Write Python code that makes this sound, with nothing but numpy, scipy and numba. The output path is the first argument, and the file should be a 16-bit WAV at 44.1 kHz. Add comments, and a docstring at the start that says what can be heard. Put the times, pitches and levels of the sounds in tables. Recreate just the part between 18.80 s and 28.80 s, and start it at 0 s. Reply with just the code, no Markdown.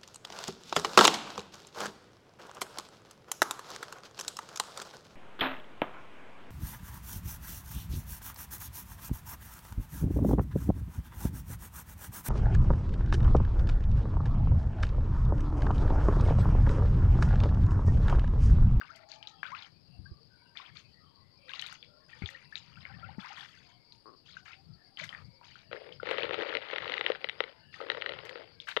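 """Plops, small bubbles, spray and one croak as frogs hop and paddle in a shallow pond, under crickets.
Later dry feed rattles in a plastic tub beside the hand-held phone. Water is dying sines, often climbing in pitch;
feed rings the tub's modes; spray, wind, field, hiss and faint passing bands are shaped noise. Left is the open
port, with light wind; right is covered by the hand: only hiss, bumps and the dull part of the rattle."""
import sys
import numpy as np
from scipy import signal
from scipy.fft import rfft, irfft
from scipy.io import wavfile
from scipy.ndimage import uniform_filter1d
from numba import njit

SR = 44100
rng = np.random.default_rng(int(sys.argv[2]) if len(sys.argv) > 2 else 0)


def log_audio(samples):
    """Write samples as a 16-bit WAV file to the path given in sys.argv[1]."""
    # one column per channel
    frames = np.atleast_2d(samples).T
    # limit to full scale, then quantise
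    limited = np.clip(frames, -1, 1)
    pcm = np.round(limited * 32767).astype(np.int16)
    wavfile.write(sys.argv[1], SR, pcm)


N = 441000

# spells of paddling: (start [s], length [s], level [dB], centre of the bubbles [Hz])
PADDLE = [(0, 0.24, -61, 2090), (0.286, 0.078, -57.5, 4000), (0.633, 0.24, -54, 2090),
          (1.753, 0.15, -56.5, 1970), (1.951, 0.055, -56.5, 3210), (2.679, 0.28, -52, 2610),
          (3.283, 0.13, -61, 2390), (3.407, 0.24, -58, 2230), (3.706, 0.24, -63.5, 2480),
          (3.961, 0.4, -58.5, 1677), (4.392, 0.17, -50, 2160), (4.568, 0.095, -49.5, 2220),
          (4.666, 0.26, -64, 2710), (5.455, 0.15, -61, 2780), (5.65, 0.095, -55, 2310),
          (6.182, 0.074, -47.5, 2503), (6.284, 0.14, -58.5, 1410), (6.625, 0.21, -61.5, 2440),
          (8.928, 0.087, -57, 2170), (9.872, 0.052, -44, 2075)]


def undb(db):
    """Amplitude factor of a level in dB."""
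    return 10 ** (np.asarray(db) / 20)


def level(x, db):
    """Scale x to an RMS level in dB."""
    return x * undb(db) / np.sqrt(np.mean(x ** 2))


def band(x, lo_hz, hi_hz, order=2):
    """Butterworth band-pass."""
    sos = signal.butter(order, [lo_hz, min(hi_hz, .45 * SR)], "bandpass", fs=SR, output="sos")
    return signal.sosfilt(sos, x)


def coloured(spectrum):
    """Steady noise shaped by (frequency, dB) points, interpolated over log frequency."""
    hz, db = np.transpose(spectrum)
    bin_hz = np.arange(N // 2 + 1) * SR / N
    gain = undb(np.interp(np.log(bin_hz + 1), np.log(hz), db))
    return irfft(rfft(rng.standard_normal(N)) * gain, N)


def walk(rate_hz):
    """Smooth random curve: levels held 1 / rate_hz s, slewed twice; standard deviation about 0.8."""
    k = int(SR / rate_hz)
    held = np.repeat(rng.standard_normal(N // k + 1), k)
    return 1.07 * uniform_filter1d(uniform_filter1d(held, k), k)[:N]


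@njit
def rings(length, sr, s, hz, size, t60, rise, attack):
    """Dying sines with a soft start; pitch moves by the share rise over each life t60."""
    out = np.zeros(length)
    for k in range(len(s)):
        start, n = int(s[k] * sr), int(t60[k] * sr)
        a, fade, phase = size[k], 1000. ** (-1 / n), 0.
        for i in range(max(0, min(n, length - start))):
            out[start + i] += a * min(i / (attack[k] * sr), 1.) * np.sin(phase)
            phase += 2 * np.pi * hz[k] * (1 + rise[k] * i / n) / sr
            a *= fade
    return out


def ring(s, hz, size, t60, rise, attack):
    """Sum of dying sines; the arguments broadcast (s, t60 and attack in seconds)."""
    grids = np.broadcast_arrays(s, hz, size, np.maximum(t60, 1e-3), rise, np.maximum(attack, 1e-5))
    rows = (np.array(v, float).ravel() for v in grids)
    return rings(N, 1. * SR, *rows)


def bursts(s, size, t60):
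    """Envelope that jumps at each time and dies away."""
    hits = np.zeros(N)
    np.add.at(hits, (s * SR).astype(int), size)
    return signal.lfilter([1], [1, -1000 ** (-1 / (t60 * SR))], hits)


def spells(t, start, length, db, attack_db, sag_db, release_db):
    """Level in dB of each spell at times t: rises to its start, sags while on, dies away (slopes per s)."""
    since = t - start[:, None]
    over = np.maximum(since - length[:, None], 0)
    return db[:, None] + attack_db * np.minimum(since, 0) - sag_db * np.maximum(since, 0) - release_db * over


def splashes(count=14):
    """A short plop, then a shower of droplet notes around its pitch that thins out."""
    # (time [s], level [dB], plop [Hz])
    splash = [(0.013, -32, 1560), (0.317, -34.5, 4450), (0.427, -38.5, 3000), (0.472, -32.5, 3880),
              (0.63, -28.5, 1650), (0.749, -36.5, 2530), (0.823, -40, 4000), (1.772, -32.5, 3520),
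              (1.97, -37, 4340), (2.693, -38.5, 3700), (2.735, -30.5, 2840), (2.738, -41, 1100),
              (2.794, -28, 3980), (2.797, -43, 2060), (2.822, -31.5, 3060), (2.824, -40, 1850),
              (2.863, -33, 3750), (2.924, -42.5, 1470), (3.027, -39.5, 3390), (3.422, -38.5, 2140),
              (3.459, -29.5, 3470), (3.489, -36.5, 1920), (3.755, -27, 3860), (4.052, -35, 2140),
              (5.122, -43, 4300), (5.732, -42, 2560), (6.172, -35.5, 3100), (6.198, -32.5, 2250),
              (6.238, -33.5, 2080), (6.291, -35, 3100), (6.327, -37.5, 1870), (6.348, -34.5, 1850),
              (6.612, -48.5, 976), (6.755, -46.5, 1445), (7.123, -39.5, 3200), (8.941, -40, 1850),
              (9.003, -37.5, 1270), (9.801, -33, 3460), (9.886, -31.5, 1620)]
    s, db, hz = np.transpose(splash)
    plop = ring(s, hz, undb(db), 28 / hz, 0.018, 1.54 / hz)
    late, pitch, big, rise = np.moveaxis(rng.random((len(s), 4, count)), 1, 0)
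    late_s = .05 * late ** 1.5
    drop_hz = np.clip(hz[:, None] * 2 ** (1.6 * (pitch - .5)), 300, 7500)
    drop_db = db[:, None] - 10.0 - 250 * late_s - 12 * big
    drops = ring(s[:, None] + late_s, drop_hz, undb(drop_db), 25 / drop_hz, 1.0 * rise, 0.29 / drop_hz)
    return plop + drops


def paddling(count=240):
    """Each spell is a cloud of small bubbles of many sizes, calming after its first quarter."""
    start, length, db, centre_hz = np.transpose(PADDLE)[:, :, None]
    when, pitch, wide, big, cycles = np.moveaxis(rng.random((len(PADDLE), 5, count)), 1, 0)
    # each kick leaves a short clump of 20 bubbles
    small, kick = np.repeat(rng.random((2, len(PADDLE), count // 20)), 20, axis=2)
    froth_s = start + length * when
    froth_hz = np.clip(centre_hz * 8.93 ** (wide - .5), 300, 6500)
    clump_when = (np.arange(count) // 20 + kick) * 20 / count + .1 * (when - .5)
    clump_s = np.maximum(start + length * clump_when, 0)
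    hz = np.clip(centre_hz * 2 ** (1.293 * (small - .5) + 0.8 * (pitch + wide - 1)), 300, 6500)
    t60 = (8 + 100 * cycles ** 4) / hz
    size_db = db + np.minimum(-4.2 * np.log(big), 15) - 9 * np.abs(clump_when - .25) + 9.5
    # the more bubbles overlap, the smaller each one is for the same level
    clump_size = undb(size_db) * np.sqrt(length / (count * t60))
    clumps = ring(clump_s, hz, clump_size, t60, 0.22 * cycles, 4.1 / hz)
    # a fine froth of all sizes fills the gaps between the kicks
    froth_size = undb(size_db - 7.0) * np.sqrt(length * froth_hz / (count * 20))
    return clumps + ring(froth_s, froth_hz, froth_size, 20 / froth_hz, 0., 2 / froth_hz)


def glugs():
    """Larger bubbles swell, ring clearly and climb in pitch as they reach the surface."""
    # (time [s], level [dB], start pitch [Hz], rise [share], t60 [s])
    glug = [(0.098, -41.5, 1190, 0.98, 0.059), (0.65, -36, 1435, 0.25, 0.046),
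            (0.716, -33.5, 889, 1.86, 0.12), (1.255, -45, 1540, 0.22, 0.053),
            (1.798, -38.5, 1010, 0.46, 0.029), (3.33, -41.5, 1780, 0.23, 0.028),
            (3.547, -38, 1800, 0.27, 0.035), (3.724, -36, 1660, 0.24, 0.028),
            (4.225, -41, 1282, 0.57, 0.11), (4.288, -39.5, 738, 0.87, 0.037),
            (4.444, -39, 820, 1.52, 0.053), (4.501, -42, 760, 0.64, 0.07), (5.567, -33.5, 1490, 0.16, 0.02),
            (6.213, -42.5, 570, 0.52, 0.045), (7.199, -32.5, 1395, 0.14, 0.016)]
    s, db, hz, rise, t60 = np.transpose(glug)
    return ring(s, hz, undb(db), t60, rise, 0.16 * t60)


def spray():
    """Fine drops tick sharply and hiss on; a thin mist jumps up with each spell of paddling and fades."""
    # (time [s], level [dB])
    ticks = [(0.16, -60.5), (2.815, -51.5), (2.866, -54), (2.9263, -57.5), (3.502, -59.5), (6.24, -53.5),
             (7.309, -59.5), (9.4524, -58), (9.493, -64), (9.8857, -56.5)]
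    s, db = np.transpose(ticks)
    tick = undb(0.5) * uniform_filter1d(bursts(s, undb(db), 0.0082), size=61)
    tail = undb(-11.0) * bursts(s, undb(db), 0.093)
    start, _, stir_db, _ = np.transpose(PADDLE)
    mist = undb(-28.5) * uniform_filter1d(bursts(start, undb(stir_db), 0.76), size=2000)
    mist = mist * undb(1.6 * walk(48))
    hiss = level(band(rng.standard_normal(N), 4600, 6800, order=1), 0)
    return (tick + tail + mist) * hiss


def croak():
    """One short croak: throat pulses ring the sac and the mouth; the higher notes fade first."""
    # (start [s], end [s], pulse rate [Hz])
    pulse_train = (5.256, 5.35, 110)
    # resonances: (frequency [Hz], level [dB], t60 [s])
    throat = [(360, -47, 0.014), (1090, -51.5, 0.039)]
    start, end, rate_hz = pulse_train
    s = np.arange(start, end, 1 / rate_hz)
    chance = rng.standard_normal((len(s), 2)).T
    hz, db, t60 = np.transpose(throat)
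    fade_db = -90 * (s - start) + 2.1 * chance[1]
    pulse_s = (s + 0.00104 * chance[0])[:, None]
    pulse_hz = hz * (1 + 0.026 * chance[1][:, None])
    return ring(pulse_s, pulse_hz, undb(fade_db[:, None] * hz / 800 + db), t60, 0., 0.64 / hz)


def tub(count=5000):
    """Every grain and hard knock of feed rings the same tub modes, each with its own share."""
    # tub modes, hollow note first: (frequency [Hz], level [dB], t60 [s])
    modes = [(492, 8, 0.016), (890, -11, 0.013), (1344, -4.5, 0.0074), (1980, -4, 0.01), (2910, 2, 0.0033),
             (3860, -14, 0.0099), (5530, -29.5, 0.0062)]
    # shakes, feed sliding inside: (start [s], length [s], level [dB], hollow note offset [dB])
    shake = [(6.912, 0.022, -48.5, -5.5), (7.017, 0.069, -58, 1), (7.272, 0.465, -39.5, -8),
             (7.809, 0.22, -47, -13.5), (7.964, 0.37, -44, -11), (8.37, 0.32, -55.5, -10.5),
             (9.014, .1, -53, -6), (9.114, 0.51, -51, -6)]
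    # hard knocks of feed on the tub: (time [s], level [dB], hollow note offset [dB])
    knock = [(6.929, -29.5, -6), (7.23, -37.5, 5.5), (7.289, -31, -11), (7.311, -22.5, -8),
             (7.382, -23, -14), (7.4415, -36, 3), (7.4924, -29.5, -4), (7.5083, -27.5, -3.5),
             (7.542, -24, -10), (7.6, -36, -20), (7.621, -26.5, -13), (7.6685, -33, -10),
             (7.751, -21.5, -11), (7.769, -23, -29), (7.931, -31, 0), (7.96, -24, -24), (7.982, -23, -27),
             (8.0207, -31.5, -16), (8.044, -31.5, -23), (8.078, -29, -22), (8.096, -27, -11.5),
             (8.12, -24, -25), (8.139, -20.5, -36), (8.179, -23.5, -38), (8.21, -20.5, -17.5),
             (8.263, -16, -28), (8.3, -25.5, 1), (8.318, -27, -12), (8.356, -37, -11), (8.443, -22, -12.5),
             (8.4876, -25.5, -27), (8.495, -22.5, -40), (8.604, -17, -9), (8.638, -29.5, -13),
             (9.013, -38.5, 2), (9.1, -16, -21.5), (9.117, -23.5, -17), (9.147, -32.5, -5),
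             (9.171, -30.5, -6.5), (9.2125, -31, -23), (9.221, -22.5, -32), (9.261, -21.5, -21),
             (9.292, -25.5, -12.5), (9.32, -31.5, -12), (9.336, -34, -11), (9.388, -33.5, -10.5),
             (9.451, -38, -10), (9.493, -29.5, -28), (9.556, -36.5, -2), (9.575, -42, -8),
             (9.9653, -19.5, -8), (9.9703, -18.5, -7)]
    attack_db_per_s, sag_db_per_s, release_db_per_s = 506, 5, 181.5
    mode_hz, mode_db, t60 = np.transpose(modes)
    shake_s, length, shake_db, shake_hollow_db = np.transpose(shake)
    t0 = shake_s[0]
    when, big = rng.random((count, 2)).T
    s = t0 + when * (N / SR - t0)
    i = (s * SR).astype(int)
    levels_db = spells(s, shake_s, length, shake_db, attack_db_per_s, sag_db_per_s, release_db_per_s)
    slide_db, slide_hollow_db = levels_db.max(axis=0), shake_hollow_db[levels_db.argmax(axis=0)]
    grain_db = slide_db + np.minimum(-4.5 * np.log(big), 16) - 10.5
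    # the feed slides in lumps, and the hollow note swells on its own
    grain_db = grain_db + 2.25 * walk(45)[i]
    slide_hollow_db = slide_hollow_db + 2.36 * walk(25)[i]
    knock_s, knock_db, hollow_db = np.transpose(knock)
    db = np.r_[grain_db, knock_db][:, None] + mode_db
    db[:, 0] += np.r_[slide_hollow_db, hollow_db]
    where = rng.standard_normal((len(db), 3, len(modes)))
    # grains land on floor or rim: some dull, some bright (dB per octave)
    tilt_db = -1.5 + 3.6 * where[:count, 2, :1]
    db[:count, 1:] += tilt_db * np.log2(mode_hz[1:] / mode_hz[3])
    # the next two notes of a knock follow its hollow note: weak for knocks on the rim
    db[count:, 1:3] += 0.43 * (hollow_db[:, None] + 10)
    spread_db = np.r_[np.full(count, 5.0), np.full(len(knock), 1.5)][:, None]
    # the walls do not all start at once
    start = np.r_[s, knock_s][:, None] + .0004 * np.abs(where[:, 2])
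    hz = mode_hz * (1 + 0.024 * spread_db * where[:, 0])
    return ring(start, hz, undb(db + spread_db * where[:, 1]), t60, 0., 1.513 / mode_hz)


def bumps():
    """The hand bumps the phone: a dull thud sinking in pitch, with a softer, higher knock."""
    # (time [s], left level [dB], right level [dB], start pitch [Hz], t60 [s])
    bump = [(1.189, -30, -74, 73, 0.09), (1.314, -56, -26.5, 78, 0.06), (3.42, -20, -49, 186, 0.025),
            (3.435, -21.5, -42, 91.5, 0.078), (4.382, -24.5, -60, 203, 0.056)]
    s, left_db, right_db, hz, t60 = np.transpose(bump)
    sides = []
    for db in (left_db, right_db):
        thud = ring(s, hz, undb(db), t60, -0.21, 0.42 / hz)
        tap = ring(s, 4.28 * hz, undb(db - 19), 1.07 * t60, 0., 0.24 / hz)
        sides.append(thud + tap)
    return np.array(sides)


def wind():
    """Low flutter on the open port: band noise under a steady breeze level and a few gusts."""
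    # (start [s], length [s], level [dB])
    gust = [(0.925, 0.38, -61.5), (4.006, 0.39, -60.5), (6.237, 0.22, -61), (7.088, 0.5, -63.5)]
    centre_hz, width_hz, breeze_db = 126.2, 102.4, -72
    attack_db_per_s, release_db_per_s = 162, 97
    flutter = band(rng.standard_normal(N), centre_hz - width_hz / 2, centre_hz + width_hz / 2, order=3)
    gust_db = spells(np.arange(N) / SR, *np.transpose(gust), attack_db_per_s, 0, release_db_per_s)
    flutter = level(flutter * undb(5 * walk(16)), 0)
    return flutter * undb(np.maximum(gust_db.max(axis=0), breeze_db))


def crickets():
    """A far chorus of throbbing narrow noise bands, and one nearer pulsed tone with a faint overtone."""
    # far chorus: (centre [Hz], width [Hz], level [dB])
    chorus = [(4080, 130, -89), (4583, 290, -77), (4978, 306, -79.5)]
    # chirps of the near cricket: (start [s])
    chirp_starts = [1.1, 1.55, 2.6, 3.25, 3.6, 5.1, 6.05, 6.92, 7.3, 8.4, 8.88]
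    chirp_s, chirp_hz, chirp_db, overtone_db, pulse_hz = 0.18, 4730, -73, -16.5, 51
    t = np.arange(N) / SR
    far = np.zeros(N)
    for hz, w, db in chorus:
        singers = level(band(rng.standard_normal(N), hz - w / 2, hz + w / 2), db)
        far += singers * undb(0.92 * walk(4.6) + 4.1 * walk(60))
    gate = sum(1. * ((t > s) & (t < s + chirp_s)) for s in chirp_starts)
    on = uniform_filter1d(gate, size=1500)
    phase = 2 * np.pi * np.cumsum(chirp_hz * (1 + 0.002 * walk(30))) / SR
    pulses = on * np.sin(np.pi * pulse_hz * t) ** 2 * undb(chirp_db)
    return far + pulses * (np.sin(phase) + undb(overtone_db) * np.sin(2 * phase))


def faint_bands(count=200):
    """Faint narrow bands of noise that come and go, a few placed and many at random."""
    # (start [s], length [s], centre [Hz], level [dB])
    placed = [(0.16, 0.46, 837, -67.5), (0.088, 0.4, 650, -68), (4.7, 0.54, 2200, -83.5)]
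    when, long, pitch, big = rng.random((count, 4)).T
    scattered = np.c_[when * N / SR, .06 + .2 * long, 450 * 8 ** pitch, -84 + 8 * big]
    out = np.zeros(N + SR)
    for s, length, hz, db in np.r_[placed, scattered]:
        start, n = int(s * SR), int(length * SR)
        noise = rng.standard_normal(SR)[:n]
        out[start:start + n] += np.sqrt(np.hanning(n)) * level(band(noise, .965 * hz, 1.035 * hz), db)
    return out[:N]


def field():
    """Steady coloured noise of the open air."""
    # (frequency [Hz], relative level per Hz [dB])
    field_spectrum = [(30, 1.5), (100, -24), (250, 4), (600, -3), (2000, -14.5), (4000, -11.5),
                      (5800, -32.5), (9000, -29), (16000, -34)]
    return level(coloured(field_spectrum), -67.5)


def port_hiss():
    """Steady coloured hiss of the covered port."""
    # (frequency [Hz], relative level per Hz [dB])
    hiss_spectrum = [(30, -0.5), (90, 4.5), (250, -6.5), (700, -13), (2400, -17), (5000, -25.5),
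                     (16000, -31)]
    return level(coloured(hiss_spectrum), -74.5)


def scene():
    """Pond, tub and air on the open left port; dull rattle through the case on the covered right."""
    open_port_db, port_hz = 10.5, 5080
    through_case_db, case_hz = -19.5, 606
    case_lead_samples = 10  # sound through the case arrives first
    banks_db, banks_t60_s = -8.5, 0.2
    rattle = tub()
    water = splashes() + paddling() + glugs() + croak()
    bands = faint_bands()
    # a short blur follows: the banks and netting send back water and rattle; the faint bands get it too
    t = np.arange(SR // 2) / SR
    blur = rng.standard_normal(len(t)) * 1000 ** (-t / banks_t60_s)
    blurred = signal.fftconvolve(water + bands + 0.5 * rattle, blur / np.linalg.norm(blur))[:N]
    mix = water + bands + rattle + undb(banks_db) * blurred
    # the recessed port rolls off steeply above port_hz, but for one weak higher window
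    port_sos = signal.butter(6, port_hz, fs=SR, output="sos")
    main = signal.sosfilt(port_sos, band(mix, 253, 15000))
    window = undb(-7.5) * band(mix, 5880, 7500)
    air = main + window + spray() + crickets() + wind()
    left = undb(open_port_db) * np.roll(air, case_lead_samples) + field()
    right = undb(through_case_db) * band(rattle, 280, case_hz) + port_hiss()
    return np.array([left, right]) + bumps()


def record(dry):
    """The phone cuts the top, above 15.5 kHz."""
    return signal.sosfilt(signal.ellip(8, .2, 70, 15500, fs=SR, output="sos"), dry)


dry = scene()
out = record(dry)
log_audio(out)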